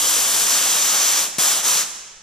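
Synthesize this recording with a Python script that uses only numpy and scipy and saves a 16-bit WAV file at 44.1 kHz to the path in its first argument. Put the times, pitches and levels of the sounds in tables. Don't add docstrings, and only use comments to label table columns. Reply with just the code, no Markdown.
import sys
import numpy as np
from scipy import signal
from scipy.fft import rfft, irfft
from scipy.io import wavfile

SR = 44100
rng = np.random.default_rng(int(sys.argv[2]) if len(sys.argv) > 2 else 0)


def dump(signal):
    limited = np.clip(np.atleast_2d(signal).T, -1, 1)
    pcm = np.round(limited * 32767).astype(np.int16)
    wavfile.write(sys.argv[1], SR, pcm)


N = 98254


def undb(db):
    return 10 ** (np.asarray(db) / 20)


def times():
    return np.arange(N) / SR


def freqs():
    return np.maximum(np.arange(N // 2 + 1) * SR / N, 1)


def curve(table):
    return np.interp(times(), *np.array(table).T)


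def at_hz(table, hz, order=1):
    rows = np.array(table)
    return np.interp(np.log(hz), np.log(rows[:, 0]), rows[:, order])


def noise():
    return rng.standard_normal((2, N))


def colour(x, table):
    gain = undb(at_hz(table, freqs()))
    unit_power_gain = gain / np.sqrt(np.mean(gain ** 2))
    return irfft(rfft(x) * unit_power_gain, N)


def bands(x, count=24):
    centres = np.geomspace(100, 16000, count)
    spectrum = rfft(x)
    for hz, pick in zip(centres, np.eye(count)):
        triangle = np.interp(np.log(freqs()), np.log(centres), pick)
        yield hz, irfft(spectrum * triangle, N)


def walk(rate):
    lowpass = 1 / (1 + (2 * freqs() / rate) ** 4)
    x = irfft(rfft(rng.standard_normal(N)) * lowpass, N)
    return (x - x.mean()) / x.std()


def ports(pair, balance_db, lead, likeness, size=512):
    c, ratio = np.clip(likeness, 0, 1), undb(balance_db)
    shared = np.sqrt((1 + c) / (1 + ratio ** 2))
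    opposed = np.sqrt((1 - c) / (1 + ratio ** 2))
    left = ratio * np.exp(1j * lead)
    response = irfft(np.array([[left * shared, left * opposed], [shared, -opposed]]), N)
    taps = np.roll(response, size, axis=2)[..., :2 * size + 1] * np.hanning(2 * size + 1)
    return signal.fftconvolve(pair[None], taps, axes=2).sum(axis=1)[:, size:size + N]


def jet():
    # (time [s], relative level [dB])
    valve = [(0, -1), (.33, -1.4), (.55, -0.44), (.75, -0.9), (1.05, 0.25), (1.2, -0.5), (1.24, -3.5),
             (1.275, -10.5), (1.31, -29), (1.381, -38), (1.384, 0), (1.52, .2), (1.575, -2), (1.61, -6.5),
             (1.628, -10), (1.645, -2.5), (1.68, 1), (1.77, -0.5), (1.818, -3), (1.84, -10), (1.87, -23),
             (1.95, -100)]
    # (frequency [Hz], relative density [dB per Hz])
    open_jet = [(60, -36.5), (115, -31.5), (165, -19.5), (330, -15), (600, -11), (1150, -5), (2100, -9.5),
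                (2600, -8.5), (3200, -5.5), (4050, -6.5), (4550, -7), (5300, -3), (6400, 0.97), (7200, -1),
                (7700, -1), (8200, -6.5), (9800, -6), (10900, -11.5), (12200, -8.5), (13500, -11),
                (15000, -15.5)]
    # (time [s], share [0-1])
    hand = [(0, 0.98), (.36, 1), (.5, 0.4), (.75, 0.48), (.95, 0.02), (1.2, 0.3), (1.4, 0.75), (1.8, 0.3)]
    # (frequency [Hz], gain [dB])
    hand_colour = [(200, 1.5), (1200, -1.5), (2200, -2.5), (3600, 0.4), (5400, -1.2), (7200, -1.5),
                   (9000, 3.5), (11000, 3.6), (15000, 0)]
    choke_tilt, choke_hz = .09, 3000
    flutter_db, flutter_rate = 0.31, 16
    flicker_db, flicker_rate = 0.65, 35
    sputter_db, sputter_rate = 0.36, 340

    strength_db = curve(valve) + flutter_db * walk(flutter_rate)
    cover = curve(hand)
    sputter = undb(sputter_db * walk(sputter_rate))
    eddies = colour(noise() * sputter, open_jet)
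    out = 0
    for hz, band in bands(eddies):
        octaves = np.log2(hz / choke_hz)
        jet_db = strength_db * (1 + choke_tilt * octaves)
        hand_db = cover * at_hz(hand_colour, hz)
        flicker = flicker_db * walk(flicker_rate)
        out = out + band * undb(jet_db + hand_db + flicker)
    return out


def jet_at_ports(air):
    # (frequency [Hz], left minus right [dB], lead of the left [rad], likeness [0-1])
    port_pair = [(150.0, -3, -0.26, 0.98), (300.0, -4, 1.2, 1.0), (516, -9, 0.68, 1.0),
                 (900.0, 0.1, 1.28, 1.0), (1520, 5.5, 1.04, 1), (2010, 2.0, 0.28, 0.66),
                 (2500.0, 0, 0.18, 1.0), (5100, 0.0, 0.73, 1.0), (5770, -1, -0.73, 0.57),
                 (6770, -9.5, 3, 0.54), (6670, 6.5, 1.95, 0.45), (8440, 0.5, 1.26, 0.5),
                 (10100, 3, 1.8, 0.44), (12500.0, 14, 1.4, 0.2), (15000.0, 9, -0.095, 0.07)]
    f = freqs()
    balance_db = at_hz(port_pair, f)
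    lead = at_hz(port_pair, f, order=2)
    likeness = at_hz(port_pair, f, order=3)
    return ports(air, balance_db, lead, likeness)


def thumps():
    # (time [s], peak level [dB])
    snaps = [(1.281, -37), (1.384, -22), (1.832, -39)]
    low_hz, high_hz = 130, 330
    body = signal.butter(2, [low_hz, high_hz], "band", fs=SR, output="sos")
    puff = signal.sosfilt(body, signal.unit_impulse(N) + 1e-18)
    puff = puff / np.abs(puff).max()
    return sum(undb(db) * np.interp(times() - start, times(), puff, left=0) for start, db in snaps)


def garage(x):
    # (frequency [Hz], colour [dB], time to fall 60 dB [s], left minus right [dB], likeness [0-1])
    room = [(150, 1, 1.4, -4, .9), (500, 3, 1.28, -9.5, .7), (1140, -.5, 1.36, -1.5, 0),
            (2250, 0.5, 1.6, 0.5, 0.63), (4280, -1.1, 1.18, -0.5, 0.74), (5800, 0.5, 1.38, -3.5, 0),
            (9000, 1, 0.77, -1, 0), (12500, -5, 0.57, 5, .05), (15000, -5, .5, 7, .05)]
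    delay_s = .008
    age = times() - delay_s
    tail = 0
    for hz, band in bands(noise()):
        fall = np.log(1000) / max(at_hz(room, hz, order=2), .05)
        decay = (age > 0) * np.exp(-fall * age)
        equal_energy = np.sqrt(2 * fall / SR)
        tail = tail + band * decay * equal_energy * undb(at_hz(room, hz))
    hiss = np.concatenate([x[::-1], x])
    wet = signal.fftconvolve(hiss[None], tail, axes=1)[:, N:2 * N]
    balance_db = at_hz(room, freqs(), order=3)
    likeness = at_hz(room, freqs(), order=4)
    return ports(wet, balance_db, 0, likeness)


def spread(table, width):
    mid, side = colour(noise(), table)
    return mid + width * side * np.array([[1], [-1]])


def draught():
    # (frequency [Hz], relative density [dB per Hz])
    air_spectrum = [(20, -3), (45, -9), (75, -7), (140, -22), (400, -24), (3000, -75)]
    start_db, fade_db_per_s, width = -49, 15, .45
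    gust_db, gust_rate = 1, 17
    db = start_db - fade_db_per_s * times() + gust_db * walk(gust_rate)
    return undb(db) * spread(air_spectrum, width)


def rumble():
    # (frequency [Hz], relative density [dB per Hz])
    room_spectrum = [(20, 0.5), (45, 0), (90, -19), (165, -7), (260, -22), (600, -32), (6000, -70)]
    level_db, width = -59.5, 0.54
    return undb(level_db) * spread(room_spectrum, width)


def scene():
    jet_db, room_db = -16.5, -25
    air = jet()
    near = undb(jet_db) * jet_at_ports(air)
    reverberation = undb(room_db) * garage(air[0])
    return near + reverberation + thumps() + draught() + rumble()


def record(dry):
    top_hz = 15300
    return signal.sosfilt(signal.ellip(10, .2, 80, top_hz, fs=SR, output="sos"), dry)


dry = scene()
out = record(dry)
dump(out)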